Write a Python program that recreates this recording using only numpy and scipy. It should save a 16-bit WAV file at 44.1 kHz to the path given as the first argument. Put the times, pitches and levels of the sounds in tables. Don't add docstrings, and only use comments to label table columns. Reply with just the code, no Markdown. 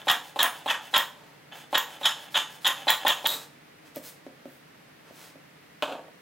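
import sys
import numpy as np
from scipy import signal
from scipy.fft import rfft, irfft, next_fast_len
from scipy.io import wavfile
from scipy.ndimage import map_coordinates

SR = 44100
rng = np.random.default_rng(int(sys.argv[2]) if len(sys.argv) > 2 else 0)


def to_wav(sig):
    pcm = np.clip(np.atleast_2d(sig), -1, 1) * 32767
    pcm = np.round(pcm).astype(np.int16)
    wavfile.write(sys.argv[1], SR, pcm.T)


N = 273861
T = np.arange(N) / SR
SIZE = 4096

# bite t/s, stop t/s, level/dB,
# surge t/s, surge length/s, surge level/dB, blade ring f/Hz, table level/dB against the blades,
# follow-through level/dB, its table level/dB, clack level/dB, opening rub level/dB
STROKES = [(0.08, 0.115, -19.5, .106, .02, -0.5, 3380, -1.5, -37, 7, -28, -42),
           (0.389, .4304, -21.5, .393, .008, 5.5, 3383, -3, -33, 9, -18.5, -49.5),
           (.676, 0.717, -24.5, .709, 0.024, 5.5, 3180, -0.5, -37, 3.5, -62, -44),
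           (0.938, 0.9793, -20, .964, 0.012, 9, 3360, -1, -33, 5, -23.5, -43.5),
           (1.743, 1.7811, -21.5, 1.768, 0.011, -14, 3350, -0.5, -33.5, -0.5, -25.5, -43),
           (2.029, 2.072, -19, 2.059, 0.026, 14, 3393, -6, -30.5, -3.5, -65, -43.5),
           (2.341, 2.381, -22, 2.372, 0.008, 3.5, 3320, -2.5, -31.5, -4.5, -65, -44),
           (2.644, 2.6783, -19.5, 2.670, 0.0086, 11, 3390, -4.5, -33, 3, -26, -46.5),
           (2.878, 2.9045, -19.5, 2.899, 0.0073, 2.5, 3550, -1.5, -28, -1.5, -22.5, -39),
           (3.061, 3.0813, -22, 3.076, .016, 3, 3356, 1, -23.5, -3, -23, -36.5),
           (3.253, 3.2716, -20, 3.264, .012, 2, 3430, -7.5, -58, -5, -23.5, -41)]
FIBRE_DB, FOLLOW_FIBRE_DB = -15, -15.5
FOLLOW_S, FOLLOW_FADE_DB = .05, -16.5


def cutting():
    out = np.zeros(N)
    for start, stop, db, surge_s, surge_length_s, surge_db, hz, table_db, follow_db, follow_table_db, *_ in STROKES:
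        t = start + T[:int((stop - start) * SR)]
        squeeze_db = surge_db * np.exp(-(2 * (t - surge_s) / surge_length_s) ** 4 / 2)
        add(out, start, undb(db) * crunch(squeeze_db, hz, table_db, FIBRE_DB))
        fade_db = np.linspace(0, FOLLOW_FADE_DB, int(FOLLOW_S * SR))
        follow = crunch(fade_db, hz * .98, follow_table_db, FOLLOW_FIBRE_DB)
        add(out, stop, undb(follow_db) * follow)
    return signal.sosfilt(signal.butter(4, 175, "high", fs=SR, output="sos"), out)


# f/Hz, width/Hz, level/dB
BLADE = [(2879, 130, 0), (3194, 240, 1.5), (3310, 290, 0.5), (3670, 304, 0.5), (3200, 900, -18.5),
         (5350, 160, -17.5), (6950, 210, -12), (7000, 610, -31)]
BLADE_HZ = 3350
# f/Hz, width/Hz, level/dB
TABLE = [(302, 130, -18.5), (560, 196, -8), (813, 410, -1.5), (1041, 180, 0.5), (1420, 1420, -1),
         (1782, 230, 1), (1872, 73, 3.5), (2440, 470, -6)]
# f/Hz, level/dB
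FIBRES = [(100, -52), (1000, -6), (4000, -1.5), (7000, 1.5), (9000, -6.5), (12000, 0.5), (16000, -8)]
TIP_TABLE_DB, TIP_FIBRE_DB = 2.5, 12.5
SAG_PER_S = 2.534


def crunch(effort_db, hz, table_db, fibre_db):
    count = len(effort_db)
    travel = np.linspace(-.5, .5, count)
    knots = np.arange(0, count + SR / 300, SR / 300)
    bunches_db = 3.7 * np.interp(np.arange(count), knots, rng.standard_normal(len(knots)))
    grip = undb(effort_db + bunches_db) * (1 - np.exp(-T[:count] / 0.0017))
    threads = grip * snaps(count, rate=1000, scatter_db=3.5)
    fraying = grip * snaps(count, rate=3400, scatter_db=1.0) * undb(TIP_FIBRE_DB * travel)
    blades = sag(excite(threads, body(BLADE, hz / BLADE_HZ)), count, fall=SAG_PER_S * count / SR)
    spot = body(TABLE, 1 + 0.025 * rng.uniform(-1.07, 1))
    table = excite(threads * undb(TIP_TABLE_DB * travel), spot)
    fibres = excite(fraying, click(FIBRES))
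    return damp_peaks(blades) + undb(table_db) * damp_peaks(table) + undb(fibre_db) * fibres


def sag(x, count, fall):
    i = np.arange(len(x))
    place = np.cumsum(1 + fall * (.5 - np.minimum(i / count, 1)))
    return map_coordinates(x, [place], order=3)


def damp_peaks(x):
    return 1.37 * x / np.sqrt(1 + (abs(signal.hilbert(x)) / 2) ** 2)


# f/Hz, width/Hz, level/dB
KNOCK = [(320, 190, -10.5), (562, 145, -7.5), (790, 290, 1), (1030, 71, -8), (1720, 240, -25.5)]
OPEN_ATTACK_S, OPEN_FADE_DB = .008, -3.5
STICK_DB_PER_S, STICK_S = 13, 0.022


def rubbing():
    out = np.zeros(N)
    blade, table, knock = body(BLADE, stretch=.94), body(TABLE, stretch=0.924), body(KNOCK, stretch=1.036)
    for start, end, db, rest_s in openings():
        count = max(int((end - start) * SR), SIZE // 8)
        pressure = np.minimum(T[:count] / OPEN_ATTACK_S, 1) * undb(np.linspace(0, OPEN_FADE_DB, count))
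        catch = undb(STICK_DB_PER_S * rest_s * np.exp(-(T[:count] / STICK_S) ** 2))
        grit = snaps(count, rate=600, scatter_db=4) * pressure * catch
        rub = undb(-7) * excite(grit, blade)
        rub = rub + undb(-7.5) * excite(grit, table)
        rub = rub + undb(-10) * excite(grit, knock)
        add(out, start, undb(db) * rub)
    return out


REOPEN_S, LEAD_S, OPEN_S, OPEN_SHARE = .085, .23, .135, .74


def openings():
    rows, last_stop = [], -.175
    for start, stop, *_, rub_db in STROKES:
        begin = max(last_stop + REOPEN_S, start - LEAD_S)
        end = begin + min(OPEN_S, OPEN_SHARE * (start - begin))
        rows.append((begin, end, rub_db, begin - last_stop))
        last_stop = stop
    return rows


# f/Hz, level/dB
CLACK = [(30, -16), (300, -16), (1000, -10), (3500, -9), (5500, -12), (8500, -12), (11500, -3), (14000, 3),
         (16000, 5), (17000, -15)]
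IDLE_CLACK_S, IDLE_CLACK_DB = 3.96, -40


def clacking():
    out, steel = np.zeros(N), click(CLACK)
    age = T[:SIZE // 16]
    shuts = [(stop, clack_db) for _, stop, *_, clack_db, _ in STROKES]
    for s, db in shuts + [(IDLE_CLACK_S, IDLE_CLACK_DB)]:
        contact = rng.choice([-1, 1], len(age)) * np.exp(-(age / .0007) ** 2)
        add(out, s, blow(excite(contact, steel) / np.sqrt(len(age)), db))
    return out


# f/Hz, width/Hz, level/dB
STEEL_RING = [(3820, 460, 11), (4600, 1400, -14), (7700, 3000, -7.5), (13400, 1800, -0.5)]


def singing():
    age, start_s, length_s = T[:SIZE * 2], 3.274, .085
    stroke = np.exp(-(age / length_s) ** 4)
    grit = snaps(len(age), rate=2200, scatter_db=4.5) * stroke
    out = np.zeros(N)
    add(out, start_s, undb(-34.0) * excite(grit, body(STEEL_RING)))
    return out


# t/s, level/dB before the trim of each layer
KNOCKS = [(.071, -22.5), (0.3604, -25), (.6605, -22.5), (.932, -35), (1.7292, -20), (2.013, -32.5),
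          (2.870, -21.5), (3.0504, -17), (3.244, -26.5)]
# f/Hz, level/dB
TICK = [(80, -47), (500, 9), (1700, -8), (2700, -1), (3900, -2.5), (5500, -31), (7000, -19), (11000, -20.5),
        (16000, -25)]
KNOCK_TICK_DB = -29
# t/s, level/dB before a trim
BUMPS = [(3.962, -37), (3.9683, -26.5), (4.266, -31.5), (4.4564, -32.5), (5.109, -38.5), (5.357, -40.5)]
# f/Hz, width/Hz, level/dB
BUMP = [(261, 82, 5.5), (382, 210, -3.5), (535, 158, 2.5), (640, 160, -3.5), (1120, 3200, -26.5)]


def knocking():
    out, tick, thud = np.zeros(N), click(TICK), body(BUMP)
    for s, db in KNOCKS:
        ring = body(KNOCK, 1 + 0.034 * rng.uniform(-1.4, 1))
        add(out, s, blow(ring, db - 9.5))
        add(out, s, blow(scatter(tick, late_db=5, decay_s=0.015), KNOCK_TICK_DB + db / 2))
        add(out, s + 0.00368, blow(scatter(ring, late_db=-8, decay_s=0.035), db - 8))
    for s, db in BUMPS:
        add(out, s, blow(scatter(thud, late_db=-6, decay_s=0.0066), db - 6.0))
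    return out


OPEN_HISS_DB, PUSH_DB, PUSH_S = -53, -51, .085
# start t/s, end t/s, level/dB, brightness/(dB per octave)
SWEEPS = [(1.021, 1.423, -59, -4), (3.268, 3.392, -39, -1), (3.342, 3.47, -49.5, 0),
          (3.84, 3.904, -58.5, -1), (3.942, 3.995, -48.5, 0.5), (4.016, 4.121, -44.5, 4),
          (4.431, 4.62, -62.5, 7), (5.043, 5.123, -57.5, -3.5), (5.109, 5.33, -52.5, 0.5)]


def cloth():
    out = np.zeros(N)
    for start, end, *_ in openings():
        add(out, start, undb(OPEN_HISS_DB) * swish(end - start, tilt_db=1.1))
    for start, *_ in STROKES:
        add(out, start - PUSH_S / 2, undb(PUSH_DB) * swish(PUSH_S, tilt_db=1.0))
    for start, end, db, tilt_db in SWEEPS:
        add(out, start, undb(db) * swish(end - start, tilt_db))
    return out


# f/Hz, level/dB
CLOTH = [(40, -31), (200, 1.5), (600, 10), (1500, 5.5), (4000, 4.5), (8000, -2.5), (12000, -3),
         (16000, -1.5)]


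def swish(length_s, tilt_db):
    count = max(int(length_s * SR), SIZE // 8)
    hiss = colour(snaps(count, rate=5000, scatter_db=4.5), CLOTH, tilt_db)
    return unit(hiss * np.sin(np.linspace(0, np.pi, count)))


# t/s, hollow thump level/dB, sharp tick level/dB
ROLL_HITS = [(5.8242, -28.5, -26), (5.8307, -24.5, -34.5), (5.879, -37.5, -44), (5.925, -40, -41),
             (5.953, -37.5, -50), (5.994, -39, -58), (6.083, -48.5, -75)]
# f/Hz, width/Hz, level/dB
ROLL = [(286, 120, -6.5), (440, 170, -6), (548, 104, 3.5), (646, 115, 3.5), (754, 100, 0), (913, 120, -5.5),
        (1150, 220, -9), (1590, 380, -13)]
# f/Hz, level/dB
ROLL_TICK = [(80, -49), (400, -5), (1200, 8.5), (1900, -6), (2700, 5.5), (3600, 0.5), (5500, -18),
             (7200, -17.5), (9000, -24), (16000, -23)]
SKID_S, SKID_DB, SKID_HOLD_S, SKID_FADE_S = 5.875, -34, 0.047, .035


def roll():
    age = T - SKID_S
    speed = np.clip(age / 0.0065, 0, 1) * np.exp(-np.maximum(age - SKID_HOLD_S, 0) / SKID_FADE_S)
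    ring, tick = body(ROLL), click(ROLL_TICK)
    slips = undb(SKID_DB) * speed * unit(snaps(N, rate=700, scatter_db=1))
    judder = signal.fftconvolve(slips, ring)
    scrape = undb(-8.5) * signal.fftconvolve(slips * speed, tick)
    out = (judder + scrape)[:N]
    for s, thump_db, tick_db in ROLL_HITS:
        add(out, s, blow(scatter(ring, late_db=-8.0, decay_s=0.017), thump_db))
        add(out, s, blow(scatter(tick, late_db=-1.0, decay_s=0.02), tick_db))
    return out


# f/Hz, side against mid level/dB
WIDTH = [(30, -25), (250, -20), (600, -21), (1200, -18.5), (2800, -16), (5000, -14), (14000, -10.5)]


def housing(x):
    size = next_fast_len(N)
    hz = np.fft.rfftfreq(size, 1 / SR)
    ripple_hz = 1900
    skew = 1j * np.sqrt(2) * np.cos(2 * np.pi * hz / ripple_hz) * undb(along(WIDTH, hz))
    side = irfft(rfft(x, size) * skew, size)[:N]
    return np.array([x + side, x - side])


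def microphone(x, width=WIDTH):
    turn = np.exp(2j * np.pi * rng.random(len(x) // 2 + 1))
    side = colour(irfft(rfft(x) * turn, len(x)), width)
    return np.array([x + side, x - side])


# f/Hz, reverberation time t/s, level/dB
ROOM = [(150, 0.045, -3), (505, 0.53, -6), (900, 0.36, -2.5), (1560, 0.21, -2), (3440, 0.36, -10.5),
        (6860, 0.33, 3.5), (14000, 0.22, -8.5)]


def workshop(x):
    age, rows = T[:SIZE * 8], np.array(ROOM)
    noise = rfft(microphone(rng.standard_normal(len(age))))
    octave = np.log2(np.fft.rfftfreq(len(age), 1 / SR) + 1)
    echo = 0
    for centre in np.arange(6, 15):
        t60 = along(rows[:, [0, 1]], 2 ** centre)
        db = along(rows[:, [0, 2]], 2 ** centre)
        fade = np.exp(-np.log(1000) * age / t60) * (1 - np.exp(-(age / 0.00097) ** 2))
        band = irfft(noise * np.maximum(1 - abs(octave - centre), 0))
        echo = echo + undb(db) * band * fade / np.linalg.norm(fade)
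    return signal.fftconvolve(echo, x[None], axes=1)[:, :N]


# f/Hz, relative level/(dB per Hz)
AIR = [(15, -69), (25, -33), (114, -12.5), (157, -3), (195, -9.5), (317, -5), (363, -16), (416, -9),
       (503, -12.5), (775, -15), (1020, -16.5), (1940, -13.5), (7310, -32.5), (14400, -32.5),
       (16000, -35.5)]
AIR_DB = -55.5
# f/Hz, level/dB
DRONE = [(143, -66.5), (170, -73), (312, -77.5), (468, -80)]
# f/Hz, side against mid level/dB
AIR_WIDTH = [(60, 3), (110, -15), (200, -9.5), (380, -2), (700, 2.5), (1290, -0.5), (2380, -4), (4400, 0.5),
             (8120, 0.5), (15000, -5)]


def background():
    size = next_fast_len(N)
    air = undb(AIR_DB) * unit(colour(rng.standard_normal(size), AIR))
    t = np.arange(size) / SR
    knots = np.arange(0, t[-1] + 1, .09)
    for hz, db in DRONE:
        waver, drift = (np.interp(t, knots, rng.standard_normal(len(knots))) for _ in range(2))
        air = air + undb(db + 2 * waver) * np.sin(2 * np.pi * hz * t + 0.73 * drift)
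    return microphone(air, AIR_WIDTH)[:, :N]


def undb(db):
    return 10 ** (np.asarray(db) / 20)


def unit(x):
    return x / np.sqrt(np.mean(x ** 2))


def along(points, hz):
    f, value = np.transpose(points)
    return np.interp(np.log(np.maximum(hz, 1)), np.log(f), value)


def add(out, s, x):
    i = int(s * SR)
    x, i = x[max(-i, 0):], max(i, 0)
    out[i:i + len(x)] += x[:len(out) - i]


def causal(gain):
    cepstrum = irfft(np.log(gain / gain.max() + 3e-4))[:SIZE // 2]
    cepstrum[0] /= 2
    ring = irfft(np.exp(rfft(2 * cepstrum, SIZE)))
    return ring / np.linalg.norm(ring)


def body(modes, stretch=1):
    hz = np.fft.rfftfreq(SIZE, 1 / SR) / stretch + 1
    power = 0
    for f, width, db in modes:
        detune = (hz ** 2 - f ** 2) / (hz * width)
        power = power + undb(db) ** 2 / (1 + detune ** 2) ** 2
    return causal(np.sqrt(power))


def click(points):
    return causal(undb(along(points, np.fft.rfftfreq(SIZE, 1 / SR))))


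def colour(x, points, tilt_db=0):
    size = next_fast_len(len(x))
    hz = np.fft.rfftfreq(size, 1 / SR)
    gain = undb(along(points, hz) + tilt_db * np.log2(1 + hz / SR * 100))
    return irfft(rfft(x, size) * gain, size)[:len(x)]


def snaps(count, rate, scatter_db):
    at = np.cumsum(rng.gamma(2, SR / rate / 2, int(2 * rate * count / SR) + 10))
    at = (at - at[0]).astype(int)
    at = at[at < count]
    sizes = undb(scatter_db * rng.standard_normal(len(at)))
    return np.bincount(at, sizes * rng.choice([-1, 1], len(at)), count)


def excite(force, ring):
    y = signal.fftconvolve(force, ring)
    return y * np.sqrt(len(force)) / np.linalg.norm(y)


def blow(ring, db):
    return ring * undb(db) * np.sqrt(SR / 100)


def scatter(ring, late_db, decay_s):
    age = T[:SIZE]
    late = rng.standard_normal(SIZE) * np.exp(-age / decay_s) * (1 - np.exp(-age / 0.0017))
    late = signal.fftconvolve(late, ring)[:SIZE]
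    return ring + undb(late_db) * late / np.linalg.norm(late)


def scene():
    direct = cutting() + rubbing() + clacking() + singing() + knocking() + cloth() + roll()
    direct = signal.sosfilt(signal.butter(1, 70, "high", fs=SR, output="sos"), direct)
    near = undb(-1.5) * (housing(direct) + workshop(direct))
    balance_db = -.5
    return (near + background()) * undb(np.array([[balance_db], [-balance_db]]) / 2)


TOP_HZ = 16000


def record(dry):
    return signal.sosfilt(signal.ellip(10, .2, 70, TOP_HZ, fs=SR, output="sos"), dry)


dry = scene()
out = record(dry)
to_wav(out)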